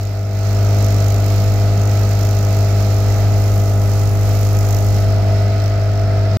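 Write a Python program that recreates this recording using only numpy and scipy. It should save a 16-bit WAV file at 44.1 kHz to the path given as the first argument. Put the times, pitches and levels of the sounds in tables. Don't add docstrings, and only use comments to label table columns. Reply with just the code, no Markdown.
import sys
import numpy as np
from scipy import signal
from scipy.fft import rfft, irfft
from scipy.io import wavfile
from scipy.ndimage import uniform_filter1d

SR = 44100
rng = np.random.default_rng(int(sys.argv[2]) if len(sys.argv) > 2 else 0)


def magnitude_from_level(level_db):
    exponent = np.asarray(level_db, float) / 20
    return 10 ** exponent


def persist_wave(psi):
    counts = np.round(np.clip(psi, -1, 1) * 32767).astype(np.int16)
    wavfile.write(sys.argv[1], SR, np.atleast_2d(counts).T)


N = 282240

# time in seconds, firings per second (two to a crank turn).
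FIRING_RATE = [(0.0, 100.11), (0.38, 100.5), (0.75, 101.49), (1.13, 100.67), (1.51, 100.96), (1.88, 101.56),
               (2.26, 100.93), (2.64, 100.68), (3.01, 100.9), (3.39, 101.2), (3.76, 100.67), (4.14, 101.08),
               (4.52, 101.09), (4.89, 100.9), (5.27, 100.49), (5.65, 101.44), (6.02, 100.92), (6.4, 100.61)]
START_TURN = 0.0617
GEAR_RATIO = 2.08
# time in seconds, level in dB.
LOAD = [(0, 0), (1.06, 0.84), (2.3, 0.1), (2.75, .5), (3.05, 0.7), (3.13, 0.8), (3.5, 0.4), (3.9, 0.14),
        (5.3, 0.5), (5.62, -1), (5.9, -1.2), (6.08, -0.5), (6.3, -0.6)]
HUM_DB, NOISE_FOLLOWS = -13.5, 0.88
WEAK_S, WEAK_WIDTH_S, WEAK_DEPTH = 4.1, 0.0061, 0.58

# multiple of the crank turn, level in dB.
CRANK_TONES = [(1, -15), (2, 0), (3, -25), (4, -24), (5, -28.5), (6, -24), (7, -39), (8, -21.5), (9, -29.5),
               (10, -24), (11, -47), (12, -27), (13, -21), (14, -27.5), (15, -51), (16, -26.5), (17, -70),
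               (18, -39.5), (19, -66), (20, -67), (21, -52), (22, -45.5), (23, -39.5), (24, -42.5),
               (25, -36), (26, -37), (27, -40.5), (28, -49), (29, -40), (30, -48.5)]
# multiple of the crank turn, level in dB.
SHAFT_TONES = [(1.48, -40), (3.479, -45)]
BLOW_TURN, BLOW_RAD = 0.4, 3.4
SHADED_TONES_DB = -5

# frequency in Hz, level in dB per Hz.
ROAR = [(28, -82), (42, -53.5), (75, -50.5), (120, -53.5), (190, -55.5), (300, -62), (550, -62.5),
        (900, -67), (1100, -71.5), (1700, -74.5), (2600, -75.5), (4000, -95)]
# frequency in Hz, width in Hz, level in dB.
RINGS = [(658, 69, -40.5), (1280, 130, -43.5), (2022, 47, -49), (176, 40, -42.5)]
RING_WANDER_DB, RING_PER_S, RING_CALMS = -0.5, 5.24, 1
DRUM_WANDER_DB, DRUM_PER_S = 3, 16

# frequency in Hz, level in dB per Hz.
LEFT_SPRAY = [(1200, -73), (2400, -81), (3200, -77), (4500, -80.5), (5400, -84), (6200, -86.5),
              (7100, -89.5), (7600, -79), (8300, -90), (9000, -102), (12000, -118), (15600, -134)]
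RIGHT_SPRAY = [(1200, -70), (2300, -68), (3200, -77.5), (3700, -70), (4200, -66.5), (5300, -68.5),
               (6000, -67.5), (6900, -67), (7900, -78), (9500, -82), (11400, -83.5), (13000, -71),
               (14000, -75), (15600, -77)]
# moment in turns, decay in turns, level in dB, brightness from 0 to 1.
KNOCKS = [
    (.59, .075, -.5, 1),
    (.68, .06, -2, .5),
    (.74, .04, -4, .1),
    (.81, .06, -5, .7),
    (.05, .07, -8, .1),
    (.4, .05, -10, .8),
]
# frequency in Hz, level in dB.
BRIGHT_BLOW = [(1500, -18), (4000, -1.0), (7000, 11.0), (10000, 7.5), (13000, 11.5)]
DULL_BLOW = [(1500, -9), (3000, 10.0), (5000, -0.5), (8000, 4), (13000, -1)]
# frequency in Hz, width in Hz, level in dB.
PANELS = [(2640, 19, 2), (3160, 50, 1.5), (4400, 39, -20), (5300, 71, 0.5), (5480, 29, -2.5),
          (7000, 15, -3.5), (8400, 42, -15), (10500, 60, -3), (12300, 56, -12), (13200, 49, -26)]
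RATTLE_TURN = 0.6
RATTLE_DB, RATTLE_WANDER_DB, RATTLE_PER_S, RATTLE_SHADE_DB = -0.45, 2.2, 5.74, -4.5

# centre in Hz, width in Hz.
FIZZ_BAND = (11300, 12000)
LEAN_FROM_S, LEAN_TO_S, FIZZ_BEFORE_DB, FIZZ_DB = 3.2, 3.46, -72, -45
LEAN_HZ, LEAN_WIDTH_HZ, LEAN_SHARE = 2280, 3900, 0.24

# frequency in Hz, difference in dB.
PAN = [(50, 0.2), (100, 0.95), (150, -1.5), (400, -1), (520, -3), (620, 6), (700, 1), (810, 4), (1000, -2),
       (1300, -1), (2000, -4)]
# frequency in Hz, likeness from 0 to 1.
ALIKE = [(60, 0.73), (300, 0.99), (640, 0.36), (1400, 0.44), (3000, 0.1), (8000, 0.12)]
# time in seconds, share from 0 to 1.
SWING = [
    (0, 0.42),
    (0.6, 0.24),
    (4.86, 0.06),
    (5.0, 0.4),
    (5.1, 0.72),
    (5.6, 0.9),
    (6.4, 1),
]
# frequency in Hz, level in dB.
SWUNG_LEFT = [(100, 0), (300, 0.5), (540, 1), (605, 3.5), (710, 4.5), (810, 0), (1200, 0), (1400, 5),
              (2500, 1), (5400, 2.5), (7000, 8), (7700, -0.5), (9000, 2), (15000, 1)]
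SWUNG_RIGHT = [(100, 0), (300, -1), (590, -0.5), (660, 9), (810, -3), (1200, -3), (1400, 3.5), (3000, 0),
               (5000, 1.5), (6000, -5), (7000, -12.5), (9500, -15), (13000, -15), (15500, -7)]
SETTLE_DB, SETTLE_FROM_S, SETTLE_TO_S = -6, 0.2, 0.67
STOP_S = 6.3702


def column(table, x, log=False):
    a, b = np.transpose(table)
    return np.interp(np.log(x + 1), np.log(a), b) if log else np.interp(x, a, b)


def swung():
    return np.clip(column(SWING, np.arange(N) / SR), 0, 1)


def ramp(from_s, to_s):
    done = np.clip((np.arange(N) / SR - from_s) / (to_s - from_s), 0, 1)
    return np.sin(np.pi / 2 * done) ** 2


def colour(x, gain):
    return irfft(rfft(x) * gain(np.fft.rfftfreq(N, 1 / SR)), N)


def tint(table):
    return lambda hz: magnitude_from_level(column(table, hz, log=True))


def per_hz(table):
    return lambda hz: tint(table)(hz) * np.sqrt(SR / 2)


def walk(rate):
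    k = int(SR / rate)
    held = np.repeat(rng.standard_normal(N // k + 1), k)
    return 1.04 * uniform_filter1d(uniform_filter1d(held, k), k)[:N]


def flicker(x, lo_hz, db, rate):
    spec, hz, out = rfft(x), np.fft.rfftfreq(N, 1 / SR), 0
    place = 2 * np.log2(np.clip(hz, lo_hz, SR) / lo_hz)
    for k in range(int(place[-1]) + 2):
        share = np.cos(np.pi / 2 * np.clip(place - k, -1, 1)) ** 2
        out = out + magnitude_from_level(db * walk(rate)) * irfft(spec * share, N)
    return out


def pair():
    mid, side = rng.standard_normal((2, N))
    like = lambda hz: np.clip(column(ALIKE, hz, log=True), 0, 1)
    mid = colour(mid, lambda hz: np.sqrt((1 + like(hz)) / 2))
    side = colour(side, lambda hz: np.sqrt((1 - like(hz)) / 2))
    return np.array([mid + side, mid - side])


def fizz(turn):
    hz, width = FIZZ_BAND
    shake = 1 + 0.3 * np.cos(2 * np.pi * (turn - RATTLE_TURN - 0.08))
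    grains = rng.standard_normal(N) * shake * magnitude_from_level(3.1 * walk(18))
    drops = colour(grains, lambda f: np.exp(-((f - hz) / width) ** 2 * 4))
    fizz_db = FIZZ_BEFORE_DB + (FIZZ_DB - FIZZ_BEFORE_DB) * ramp(LEAN_FROM_S, LEAN_TO_S)
    return magnitude_from_level(fizz_db) * drops / np.std(drops) * np.array([[0.1], [1]])


def rattle(turn, at, decay, spread_db):
    whole = np.floor(turn - at).astype(int)
    late, strength = rng.standard_normal((whole[-1] + 3, 2))[whole + 1].T
    since = turn - at - whole - 0.032 * np.abs(late)
    shape = (since > 0) * np.exp(-np.abs(since) / decay)
    return magnitude_from_level(spread_db * np.clip(strength, -2, 1.5)) * uniform_filter1d(shape, size=24)


def spray(turn, rattle_db):
    rattle_db = rattle_db + 2.6 * walk(13)
    bright, dull = 0, 0
    for at, decay, db, share in KNOCKS:
        blow = magnitude_from_level(db + rattle_db) * rattle(turn, at, decay, spread_db=1.4)
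        bright = bright + share * blow
        dull = dull + (1 - share) * blow
    knocks = colour(pair() * bright, tint(BRIGHT_BLOW)) + colour(pair() * dull, tint(DULL_BLOW))
    grain = magnitude_from_level(0.7 * walk(40) + 1.2 * walk(11))
    hiss = flicker(pair() * grain, 1610, db=0.46, rate=12)
    freqs, metal = np.fft.rfftfreq(N, 1 / SR), 0
    for hz, width, db in PANELS:
        metal = metal + magnitude_from_level(db) / np.sqrt(1 + (2 * (freqs - hz) / width) ** 2)
    both = colour(0.66 * hiss + knocks, lambda hz: 1 + metal)
    return np.array([colour(both[0], per_hz(LEFT_SPRAY)), colour(both[1], per_hz(RIGHT_SPRAY))])


def roar(turn, ring_db, drum_db):
    rumble = colour(flicker(pair(), 70, db=1.5, rate=5.6), per_hz(ROAR))
    out = rumble * (1 + 0.11 * np.cos(4 * np.pi * (turn - 0.1)))
    for (hz, width, db), extra_db in zip(RINGS, (ring_db, 0, 0, drum_db)):
        swell = 1 + 0.35 * np.cos(2 * np.pi * (turn - BLOW_TURN))
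        swell = swell * magnitude_from_level(0.8 * walk(12) + extra_db)
        level = magnitude_from_level(db) * np.sqrt(SR / np.pi / width)
        out += colour(pair() * swell, lambda f: level / np.sqrt(1 + (2 * (f - hz) / width) ** 4))
    pan = lambda sign: lambda hz: magnitude_from_level(sign * column(PAN, hz, log=True) / 2)
    return np.array([colour(out[0], pan(1)), colour(out[1], pan(-0.56))])


def tone_lag(k):
    if k <= 2:
        lag = 0
    elif k < 8 or k == 9:
        lag = (k - 3) ** 2 - 1 - 0.6 * (k == 4)
    else:
        lag = 2 * np.pi * k * BLOW_TURN - BLOW_RAD + 0.6 * ((k > 14) - (k == 14))
    return lag + 1.6 * (k == 12) * swung()


def hum(turn, hz, hum_db, ring_db, drum_db):
    t, away, out = np.arange(N) / SR, swung(), np.zeros((2, N))
    weak = 1 - WEAK_DEPTH * np.exp(-((t - WEAK_S) / WEAK_WIDTH_S) ** 2)
    for k, db in CRANK_TONES + SHAFT_TONES:
        rough = 0.05 if k == 2 else 0.09 if k <= 16 else 0.4
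        waver = 1 + rough * (walk(24.005) + 1j * walk(24))
        slip = 0
        if k % 1 > 0 or k > 16:
            slip = 0.9 * walk(1.19) + 2 * np.pi * rng.random()
        if k == 13 or 24 <= k <= 26:
            shaft = 2 * np.pi * turn / GEAR_RATIO + 0.3 * walk(1.5)
            slip = slip + (0.8 - 0.3 * away) * np.sin(shaft)
            waver = waver * (1 - 0.27 * away * np.cos(shaft))
        in_cowl = np.exp(-((k * hz - RINGS[0][0]) / 70) ** 2)
        level_db = db + hum_db + in_cowl * ring_db + (k == 4) * drum_db
        level_db = level_db + (k in (9, 16)) * SHADED_TONES_DB * away
        size = magnitude_from_level(level_db) * (weak if k <= 2 else 1)
        phase = 2 * np.pi * k * turn + slip - tone_lag(k)
        wave = np.sqrt(2) * size * waver * np.exp(1j * phase)
        pan_db = column(PAN, k * hz, log=True)
        skew = 0.13 + 0.46 * walk(3.03) * min(k / 8, 1)
        left = wave * magnitude_from_level(pan_db / 2) * np.exp(-0.5j * skew)
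        right = wave * magnitude_from_level(-pan_db / 2) * np.exp(0.5j * skew)
        out += np.real([left, right])
    return out


def lean(x):
    middle = colour(x[1], lambda f: np.exp(-((f - LEAN_HZ) / LEAN_WIDTH_HZ) ** 2))
    share = LEAN_SHARE * ramp(LEAN_FROM_S, LEAN_TO_S)
    return np.array([x[0], x[1] - share * middle])


def swing(x):
    shaded = np.array([colour(x[0], tint(SWUNG_LEFT)), colour(x[1], tint(SWUNG_RIGHT))])
    return x + swung() * (shaded - x)


def scene():
    away, load_db = swung(), column(LOAD, np.arange(N) / SR)
    turn_hz = column(FIRING_RATE, np.arange(N) / SR) / 2
    turn = START_TURN + np.cumsum(turn_hz) / SR
    ring_db = RING_WANDER_DB * walk(RING_PER_S) * (1 - RING_CALMS * away)
    drum_db = DRUM_WANDER_DB * walk(DRUM_PER_S)
    rattle_db = RATTLE_DB + RATTLE_WANDER_DB * walk(RATTLE_PER_S) + RATTLE_SHADE_DB * away
    noise = fizz(turn) + lean(spray(turn, rattle_db)) + roar(turn, ring_db, drum_db)
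    tones = hum(turn, np.mean(turn_hz), HUM_DB + load_db, ring_db, drum_db)
    gain_db = SETTLE_DB * (1 - ramp(SETTLE_FROM_S, SETTLE_TO_S))
    return magnitude_from_level(gain_db) * swing(tones + magnitude_from_level(NOISE_FOLLOWS * load_db) * noise)


def low_pass(x):
    return signal.sosfilt(signal.butter(12, 15750, fs=SR, output="sos"), x)


def record(dry):
    stopped = dry * (np.arange(N) < STOP_S * SR)
    mix = colour(stopped, lambda hz: hz < 15800)
    return low_pass(mix)


dry = scene()
out = record(dry)
persist_wave(out)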